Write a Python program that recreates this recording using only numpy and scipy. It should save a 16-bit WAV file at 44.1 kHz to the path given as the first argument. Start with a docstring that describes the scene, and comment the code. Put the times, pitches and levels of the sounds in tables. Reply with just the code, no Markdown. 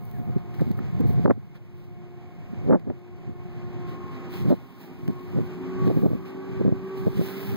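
"""A walk down a forest path toward a lake. From the start a motor boat drones through the trees and a
breeze rumbles, while shoes scuff dry needles and snap twigs. A faint peep passes, then gusts buffet the
microphone's right port, hardest near 1.3 and 2.7 s; gain control ducks the scene and lets it creep back.
From about 5 s the boat's throttle opens and its pitch climbs, and the walk ends on two bright scuffs.
The microphone makes stereo by subtracting each of its two ports, delayed, from the other."""
import sys
import numpy as np
from scipy import signal
from scipy.fft import rfft, irfft
from scipy.io import wavfile
from scipy.ndimage import uniform_filter1d

SR = 44100
rng = np.random.default_rng(int(sys.argv[2]) if len(sys.argv) > 2 else 0)


def generate_wav(sig):
    """Save sig (samples, or channels by samples) to the path in sys.argv[1] as 16-bit PCM at SR."""
    pcm = np.round(np.clip(np.atleast_2d(sig).T, -1, 1) * 32767).astype(np.int16)
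    wavfile.write(sys.argv[1], SR, pcm)


N = 333396
TIME, HZ = np.arange(N) / SR, np.fft.rfftfreq(N, 1 / SR)

# Table levels are relative: each layer is trimmed where it is mixed.
# The engine's firing tone, pushed up by the throttle: time_s, pitch_hz
FIRING_PITCH = [(0, 355.5), (3.4, 357.3), (4.9, 358.4), (5.48, 364), (5.65, 369), (5.82, 375.2),
                (6.2, 374.8), (6.5, 380.4), (7.2, 379.5), (7.56, 393.5)]
# One fader ride for each of the first three firing harmonics: time_s, level_db
HARMONIC_RIDES = [
    [(.2, -61), (.4, -46.5), (1.1, -56.5), (1.75, -45.5), (1.95, -45), (2.15, -39.5), (2.38, -53.5),
     (3.05, -39.5), (3.35, -42), (3.62, -38.5), (3.88, -34), (4.1, -41.5), (4.45, -37), (4.72, -55.5),
     (4.92, -40), (5.4, -39.5), (5.8, -29.5), (6.05, -38.5), (6.6, -33.5), (7, -30), (7.56, -36.5)],
    [(0, -55.5), (.25, -44), (.75, -56), (1.15, -45.5), (1.6, -60), (2.05, -50.5), (3.85, -49), (4.3, -65),
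     (5.2, -67), (5.8, -65), (6.8, -57.5), (7.4, -53.5)],
    [(0, -58.5), (1.6, -61), (2.4, -59.5), (3.8, -51), (4, -40), (4.17, -48), (4.7, -51), (4.9, -56.5),
     (5.15, -46), (5.47, -58.5), (5.83, -42.5), (6.1, -53), (6.42, -45.5), (6.65, -54.5), (7.03, -45.5),
     (7.35, -65)],
]
# Crankshaft and gear tones, riding on SHAFT_RIDE: shaft_multiple, cruise_db, open_throttle_db
SHAFT_PARTIALS = [(3.007, -9, 2), (5.05, -8, -7.5), (5.33, -6, -5.5), (6.47, -5, -8.5), (6.93, -16, -10.5),
                  (6.86, -5, -10.5), (13.02, -9, -10.5), (13.97, -15, -19), (14.83, -12, -15),
                  (16.14, -13.5, -12), (16.86, -25, -13), (19.03, -19.5, -13.5), (19.74, -16, -12.5),
                  (21, -9, -18.5), (24.06, -17, -13), (25.7, -36, -15.5), (29.4, -23, -23)]
# Those tones swell and fade together between the trunks: time_s, level_db
SHAFT_RIDE = [(0, -53), (2.4, -59), (3.2, -53.5), (4.1, -46), (4.8, -50.5), (5.8, -46), (6.5, -47.5),
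              (7.56, -46.5)]
# Thin, rough gear whine: shaft_multiple, level_db
WHINE_PARTIALS = [(36.1, -70), (37.05, -68.5), (38.1, -71.5)]
# Rough drone under the firing tone, likely the propeller drive: time_s, level_db
DRONE_RIDE = [(0, -66), (2.5, -80), (3.3, -54), (3.8, -59), (4.25, -46), (5, -46.5), (5.8, -42.5),
              (6.2, -41.5), (7, -48), (7.56, -46.5)]
# Exhaust and wake heard through the trees: frequency_hz, gain_db
ROAR_EQ = [(40, -39.5), (100, -5), (180, 5.5), (380, -3), (520, -6), (800, -4), (1200, -10), (1700, -9.5),
           (2300, -8.5), (4000, -23.5), (7000, -30), (16000, -92)]
# Their roar grows as the lake comes nearer: time_s, level_db
ROAR_RIDE = [(0, -52.5), (1.2, -52.5), (2.4, -52), (3.2, -48), (4.3, -47.5), (4.8, -50.5), (5.8, -46),
             (6.5, -48.5), (7.56, -47.5)]
# Low rumble of light air: frequency_hz, gain_db
BREEZE_EQ = [(25, -16), (52, -20.5), (80, -11.5), (105, -1.5), (135, 0), (200, -4.5), (300, -19.5),
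             (450, -16), (800, -32.5), (2000, -60.5), (16000, -100)]
# The breeze dies down along the path: time_s, level_db
BREEZE_RIDE = [(0, -41), (.55, -49), (1.1, -33.5), (1.5, -44.5), (2.3, -47), (3.1, -44.5), (3.8, -39.5),
               (4.7, -55.5), (5.3, -50), (6.7, -56.5), (7.56, -58)]
# Shoes and trouser legs brushing dry litter: frequency_hz, gain_db
LITTER_EQ = [(100, -43), (600, 9), (2000, 13), (4100, 7), (5500, 1), (7000, -6.5), (9700, -5),
             (11000, -7.5), (12700, 1), (15000, 4.5), (16000, 3)]
# Running rustle of litter and clothes: time_s, level_db
RUSTLE_RIDE = [(0, -86), (.45, -68), (.65, -71), (1.25, -64.5), (2.05, -70), (3.1, -67), (4.25, -66.5),
               (4.65, -58.5), (5.22, -61.5), (5.45, -61.5), (5.7, -66.5), (6.1, -61.5), (6.5, -67.5),
               (6.93, -64.5), (7.2, -48.5), (7.56, -51)]
# A shoe sweeps through needles: peak_s, length_s, level_db, tilt_db_per_octave
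SCUFF_CUES = [(0.042, 0.34, -48.5, 6.5), (0.546, 0.019, -48, 1), (0.614, 0.18, -49.5, 1),
              (1.084, 0.058, -45, 4.5), (1.237, 0.03, -50, -3), (1.556, 0.028, -40, -3.5),
              (1.796, 0.13, -51.5, 0), (3.581, 0.54, -48, -6), (3.895, 0.087, -43, -3),
              (4.13, 0.093, -46, -4), (4.344, 0.11, -37.5, 0), (4.507, 0.068, -38.5, 0),
              (4.814, 0.063, -40, 3.5), (5.88, 0.1, -44, 0), (5.988, 0.2, -42.5, 6.5),
              (6.268, 0.07, -43.5, -2), (6.492, 0.26, -51, -3), (6.981, 0.05, -44, 0), (7.06, 0.14, -51, 4),
              (7.254, 0.13, -35.5, 4.5), (7.42, 0.24, -34.5, 13)]
# Twigs, cones and grit underfoot: start_s, level_db, decay_s, tilt_db_per_octave
TWIG_CUES = [(0.0533, -26, .001, 12), (.114, -31.5, 0.0013, 4), (.186, -40, .002, 7),
             (0.382, -45, 0.016, -4), (0.5423, -38, 0.0033, -6), (0.595, -32.5, 0.0069, -25),
             (0.6104, -33.5, 0.0018, 0), (0.7143, -33.5, 0.0018, 1.5), (.773, -38, .0015, 4),
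             (0.79, -27.5, 0.0019, -26), (.79, -31, .001, 13.5), (1.003, -32, 0.0013, 11),
             (1.007, -30.5, 0.0012, 4), (1.077, -35, .0015, 10), (1.133, -39, .0015, 6),
             (1.323, -27, 0.0019, -28), (1.84, -40.5, 0.0017, -2), (2.796, -33, .003, -3.5),
             (2.9, -27.5, 0.0026, -15), (4.081, -38, .002, -6.5), (4.165, -38, .003, -3),
             (4.8165, -36, .0015, 9), (5.0793, -22.5, 0.0012, 0), (5.8403, -35, 0.0013, -3),
             (5.877, -28, 0.0024, -4), (7.287, -27, 0.001, -9)]
# Eddies hitting the right port: peak_s, length_s, level_db
GUST_CUES = [(.19, .05, -32.5), (0.29, 0.035, -29), (0.366, 0.014, -24), (0.615, 0.023, -23.5),
             (0.68, 0.033, -28.5), (0.709, 0.011, -25), (0.802, 0.03, -30), (1.009, 0.015, -21.5),
             (1.053, 0.024, -25), (1.104, .015, -26.5), (1.19, 0.03, -26.5), (1.261, 0.01, -11.5),
             (1.281, 0.013, -12), (1.309, 0.014, -3.5), (1.378, 0.014, -26), (2.533, 0.0097, -28),
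             (2.703, 0.015, -12.5), (2.736, 0.042, -4), (2.876, .018, -18.5), (2.902, 0.023, -18),
             (3.303, 0.046, -31.5), (3.688, 0.039, -35), (4.401, 0.034, -37), (4.468, 0.045, -24.5),
             (4.522, 0.032, -10.5), (5.095, 0.023, -19.5), (5.384, 0.06, -23.5), (5.836, 0.043, -31),
             (5.893, 0.046, -19.5), (5.972, 0.045, -20), (6.05, 0.039, -15.5), (6.125, 0.063, -22.5),
             (6.611, 0.019, -20.5), (6.677, 0.041, -19), (6.724, 0.021, -21.5), (7.075, 0.02, -20),
             (7.202, 0.057, -24.5), (7.538, 0.033, -31.5)]
# Sharp pressure snaps inside the gusts: peak_s, level_db
BUFFET_CUES = [(.366, -9.5), (0.371, -12), (0.612, -14.5), (0.6192, -7.5), (0.706, -14.5), (1.007, -21),
               (1.037, -16.5), (1.259, 2.5), (1.279, -1), (1.292, -8), (1.308, 5), (2.694, -9), (2.702, -5),
               (2.709, 0.5), (2.727, 2.5), (2.732, 2.5), (2.742, 1), (2.748, 1.5), (2.758, -1.5),
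               (2.903, -3.5), (4.512, -8.5), (4.523, -11), (4.527, -5.5), (5.101, -13.5), (5.388, -7),
               (5.902, -4.5), (5.914, -5.5), (5.992, -9), (6.031, -11), (6.043, -10.5), (6.063, -4),
               (6.133, -7), (6.614, -7), (6.651, -7.5), (6.661, -7.5), (6.692, -9), (6.725, -7.5),
               (6.734, -12), (7.07, -8.5), (7.081, -7), (7.195, -9), (7.214, -7.5)]

PORT_DELAY_S = 0.000361


def amp(db):
    """Decibels to gain."""
    return 10 ** (np.asarray(db) / 20)


def unit_rms(x):
    """Scales to rms 1."""
    return x / np.sqrt(np.mean(x ** 2) + 1e-20)


def ride(rows):
    """An automation curve: straight lines through (time_s, value) points."""
    return np.interp(TIME, *np.transpose(rows))


def eq(points, hz):
    """Gain of an EQ curve drawn on a log-frequency axis."""
    points_hz, db = np.transpose(points)
    return amp(np.interp(np.log(hz + 1), np.log(points_hz + 1), db))


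def bell(hz, centre_hz, width_hz, db):
    """Gain of one resonance that stands db above flat."""
    return 1 + (amp(db) - 1) / (1 + ((hz - centre_hz) / width_hz) ** 2)


def noise(gain):
    """Noise of rms 1 with the given gain over frequency."""
    return unit_rms(irfft(rfft(rng.standard_normal(N)) * gain, N))


def wander(rate_hz):
    """A random modulator of rms 1, moving at up to about rate_hz."""
    return noise(np.exp(-(HZ / rate_hz) ** 2))


def add(mix, start_s, sound):
    """Mixes a sound in from start_s."""
    part = mix[..., max(round(start_s * SR), 0):][..., :sound.shape[-1]]
    part += sound[..., :part.shape[-1]]


def diffuse(pair, gain, spacing):
    """Sound from all sides: the ports share the bass and hear unrelated treble."""
    coherence = np.sinc(2 * HZ * PORT_DELAY_S * spacing)
    mid, side = rfft(pair) * gain * np.sqrt([(1 + coherence) / 2, (1 - coherence) / 2])
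    return unit_rms(irfft(np.array([mid + side, mid - side]), N))


def engine_tone(turns, flutter, rough, width):
    """One tone at both ports; uneven firing roughens it, paths between the trunks make it flutter."""
    mid = 1 + flutter * (wander(7.6) + 1j * wander(16)) + rough * wander(49)
    side = width * (wander(1.4) + 1j * wander(0.98))
    return np.sqrt(2) * (np.array([mid + side, mid - side]) * np.exp(2j * np.pi * turns)).real


def roar(shaft_turns, throb_depth=0.15, throb_below_hz=1800):
    """Exhaust and wake: a wash of noise whose low end throbs with each turn of the shaft."""
    wash = diffuse(rng.standard_normal((2, N)), eq(ROAR_EQ, HZ), spacing=0.86)
    lows = irfft(rfft(wash) / (1 + (HZ / throb_below_hz) ** 4), N)
    throb = throb_depth * np.cos(2 * np.pi * shaft_turns) * lows
    return amp(ride(ROAR_RIDE) + 7 + 1.4 * wander(8.6)) * (wash + throb)


def boat(cylinders=6, open_throttle_hz=364.5, drone_multiple=4.31):
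    """Firing harmonics, shaft tones, gear whine and a drone all follow the revs, over the roar."""
    firing_hz = ride(FIRING_PITCH)
    firings = np.cumsum(firing_hz * (1 + 0.00208 * wander(6.83))) / SR
    shaft_turns = firings / cylinders
    throttle = np.clip((firing_hz - firing_hz[0]) / (open_throttle_hz - firing_hz[0]), 0, 1)
    firing = shaft = whine = 0
    for k, levels in enumerate(HARMONIC_RIDES, 1):
        tone = engine_tone(k * firings, flutter=0.087 + 0.03 * k, rough=0.12 + 0.12 * k, width=0.13 * k)
        firing += amp(ride(levels) - 0.1) * tone
    for k, cruise_db, open_db in SHAFT_PARTIALS:
        tone = engine_tone(k * shaft_turns + rng.random(), flutter=0.44, rough=0.66, width=0.032 * k)
        shaft += amp(cruise_db + throttle * (open_db - cruise_db)) * tone
    for k, db in WHINE_PARTIALS:
        tone = engine_tone(k * shaft_turns + rng.random(), flutter=0.55, rough=0.74, width=0.5)
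        whine += amp(db) * tone
    drone = engine_tone(drone_multiple * shaft_turns, flutter=0.44, rough=0.51, width=0.13)
    engine = firing + whine + amp(ride(DRONE_RIDE)) * drone + amp(ride(SHAFT_RIDE)) * shaft
    return engine + roar(shaft_turns)


def breeze(stir_s=0.11, lead_s=0.012, lee_db=-22):
    """Light air rumbles on the right port and stirs round every gust; the left port lies in the lee."""
    power = amp(ride(BREEZE_RIDE)) ** 2
    for peak_s, _, db in GUST_CUES:
        power += amp(-36 + 0.24 * db) ** 2 * np.exp(-2 * ((TIME - peak_s + lead_s) / stir_s) ** 2)
    windward = unit_rms(amp(0.42 * wander(13)) * noise(eq(BREEZE_EQ, HZ)))
    lee = amp(lee_db) * noise(eq(BREEZE_EQ, HZ))
    return amp(3) * np.sqrt(power) * np.array([lee, windward])


def ticks(shape, per_second, spread_db):
    """Tiny clicks of uneven size, a separate set for each port."""
    sizes = amp(spread_db * np.minimum(rng.exponential(1, shape), 5))
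    return rng.standard_normal(shape) * sizes * (rng.random(shape) < per_second / SR)


def rustle():
    """A running bed of litter and clothes, with single needles ticking out of it."""
    bed = unit_rms(ticks((2, N), per_second=8300, spread_db=0))
    needles = amp(-11) * unit_rms(ticks((2, N), per_second=46, spread_db=-1.5))
    level = amp(ride(RUSTLE_RIDE) + 11.5 + 0.88 * wander(35))
    return level * diffuse(bed + needles, eq(LITTER_EQ, HZ), spacing=3.6)


def litter_colour(clicks, tilt):
    """Voices clicks as dry needles, with the treble tilted in dB per octave."""
    hz = np.fft.rfftfreq(clicks.shape[-1], 1 / SR)
    octaves = np.log2(np.maximum(hz, 1800) / 5000)
    return irfft(rfft(clicks) * eq(LITTER_EQ, hz) * amp(tilt * octaves))


def scuffs(rise_share=0.47, fall_share=1.14):
    """A sole bites quickly into breaking needles and lets go slowly, with grit ticking through."""
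    out, t = np.zeros((2, N)), np.arange(SR // 2) / SR - 1 / 8
    sole_note = bell(np.fft.rfftfreq(len(t), 1 / SR), centre_hz=4050, width_hz=150, db=3)
    for peak_s, length_s, db, tilt in SCUFF_CUES:
        grit = amp(-12.5) * unit_rms(ticks((2, len(t)), per_second=88, spread_db=-3))
        needles = unit_rms(ticks((2, len(t)), per_second=9000, spread_db=1))
        crunch = unit_rms(irfft(rfft(litter_colour(needles + grit, tilt)) * sole_note))
        swell = np.exp(-2 * (t / (length_s * np.where(t < 0, rise_share, fall_share))) ** 2)
        add(out, peak_s + t[0], (amp(db) * swell * crunch)[:, t > -peak_s])
    return out


def twigs(crack_share=0.79, crack_pan=(0.3, 1)):
    """Each twig gives one sharp crack, then splinters in a short, dry burst."""
    out, lead = np.zeros((2, N)), 256  # samples ahead of the crack
    t = np.maximum(np.arange(-lead, 16 * lead), 0) / SR
    for start_s, db, decay_s, tilt in TWIG_CUES:
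        fade = np.exp(-t / decay_s) * (1 - np.exp(-6 * t / decay_s))
        splinters = ticks((2, len(t)), per_second=9900, spread_db=-2) * fade
        splinters[:, lead] = crack_share * np.linalg.norm(splinters, axis=1) * crack_pan
        burst = unit_rms(litter_colour(splinters, tilt)) * np.sqrt(np.mean(fade ** 2))
        add(out, start_s - lead / SR, amp(db + 1) * burst)
    return out


def peep(start_s=0.128, length_s=0.055, from_hz=1920, to_hz=1560):
    """A faint whistle that slides down, likely a far bird."""
    out, hz = np.zeros(N), np.linspace(from_hz, to_hz, round(length_s * SR))
    whistle = np.sqrt(2) * np.sin(2 * np.pi * np.cumsum(hz) / SR)
    add(out, start_s, amp(-54) * signal.windows.tukey(len(hz)) * whistle)
    return out


def vortices(per_second, jitter=0.75, spread_db=3.5):
    """An uneven train of pressure kicks, one for each vortex that the port sheds."""
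    drift = unit_rms(uniform_filter1d(rng.standard_normal(len(per_second)), size=160))
    shed = np.cumsum(per_second * np.exp(jitter * drift - jitter ** 2 / 2)) / SR
    kicks = np.diff(np.floor(rng.random() + shed), prepend=0)
    return kicks * amp(spread_db * np.clip(rng.standard_normal(len(shed)), -2, 2))


def gusts(db_per_octave=23.5, fall_share=0.65, vortices_per_cycle=0.8):
    """Each eddy is a dull swell round thudding vortices; a harder one is brighter and sheds faster."""
    out, t = np.zeros(N), np.arange(-8192, 8192) / SR
    hz = np.fft.rfftfreq(len(t), 1 / SR) + 1
    port_hoot = bell(hz, centre_hz=530, width_hz=29, db=2.5)
    for peak_s, length_s, db in GUST_CUES:
        centre_hz = 510.6 * 2 ** (db / db_per_octave)
        low_cut_hz = 72 + 0.21 * centre_hz
        band = port_hoot / np.sqrt((1 + (low_cut_hz / hz) ** 8) * (1 + (hz / 2200) ** 8))
        dull, bright = (band / np.sqrt(1 + (hz / (k * centre_hz)) ** 6.14) for k in (0.85, 1.3))
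        swell = 1 / (1 + (abs(t) / (0.95 * length_s * np.where(t < 0, 1, fall_share))) ** 3)
        thuds = unit_rms(vortices(vortices_per_cycle * centre_hz * (0.5 + 0.5 * swell)))
        churn = 0.52 * rng.standard_normal(len(t))
        core = np.exp(-(abs(t) / (0.68 * length_s)) ** 3) * (thuds + churn)
        skirt = 0.67 * swell * rng.standard_normal(len(t))
        eddy = irfft(rfft(skirt) * dull + rfft(core) * bright)
        eddy *= amp(db) / np.sqrt(np.mean(eddy[abs(t) < length_s / 2] ** 2))
        add(out, peak_s + t[0], eddy[t > -peak_s])
    return out


def buffets(db_per_halving=7, widest_s=0.00089):
    """A vortex core slaps the port: a spike between two shallow troughs, narrower when harder."""
    out, t = np.zeros(N), np.arange(-512, 512) / SR
    for peak_s, db in BUFFET_CUES:
        width_s = min(0.00031 * 2 ** (-db / db_per_halving), widest_s)
        offset_squared = (t / width_s) ** 2
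        add(out, peak_s + t[0], amp(db) * (1 - offset_squared) * np.exp(-offset_squared / 2))
    return out


def gain_control(ports, threshold_db=-25, share=0.62, recover_db_per_s=6.5, start_duck_db=7.5):
    """Starts out ducked; a hard gust pulls both ports down together, then the level creeps back."""
    sense_s, attack_s = 0.013, 0.0072
    power = uniform_filter1d((ports ** 2).max(0), size=round(sense_s * SR))
    wanted_db = share * np.maximum(10 * np.log10(abs(power) + 1e-12) - threshold_db, 0)
    recovery_db = recover_db_per_s * TIME
    held_db = np.maximum(np.maximum.accumulate(wanted_db + recovery_db), start_duck_db) - recovery_db
    pole = np.exp(-1 / (attack_s * SR))
    duck_db = start_duck_db + signal.lfilter([1 - pole], [1, -pole], held_db - start_duck_db)
    return ports * amp(-duck_db)


def scene():
    """Pressure at the left and right ports; the right is a little more open and takes the gusts."""
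    ports = (boat() + rustle() + scuffs() + twigs() + peep()) * amp([[-1.2], [1.2]]) + breeze()
    ports[1] += amp(0.09) * gusts() + amp(-2) * buffets()
    return ports


def record(dry, high_cut_hz=15780):
    """Gain control, then steady hiss; each port minus the other, delayed; a bass boost and a high cut."""
    hiss = amp(-79) * rng.standard_normal(dry.shape)
    ports, hz = rfft(gain_control(dry) + hiss, 2 * N), np.fft.rfftfreq(2 * N, 1 / SR)
    beams = ports - np.exp(-2j * np.pi * hz * PORT_DELAY_S) * ports[::-1]
    boost = 1 / (2 * np.sin(np.pi * np.clip(hz * PORT_DELAY_S, 0.03, 0.5)))  # restores cancelled bass
    stereo = irfft(beams * boost)[:, :N] * amp([[-0.2], [0.2]])
    high_cut = signal.firwin(511, high_cut_hz, window=("kaiser", 9), fs=SR)
    return signal.oaconvolve(stereo, high_cut[None], "same")


dry = scene()
out = record(dry)
generate_wav(out)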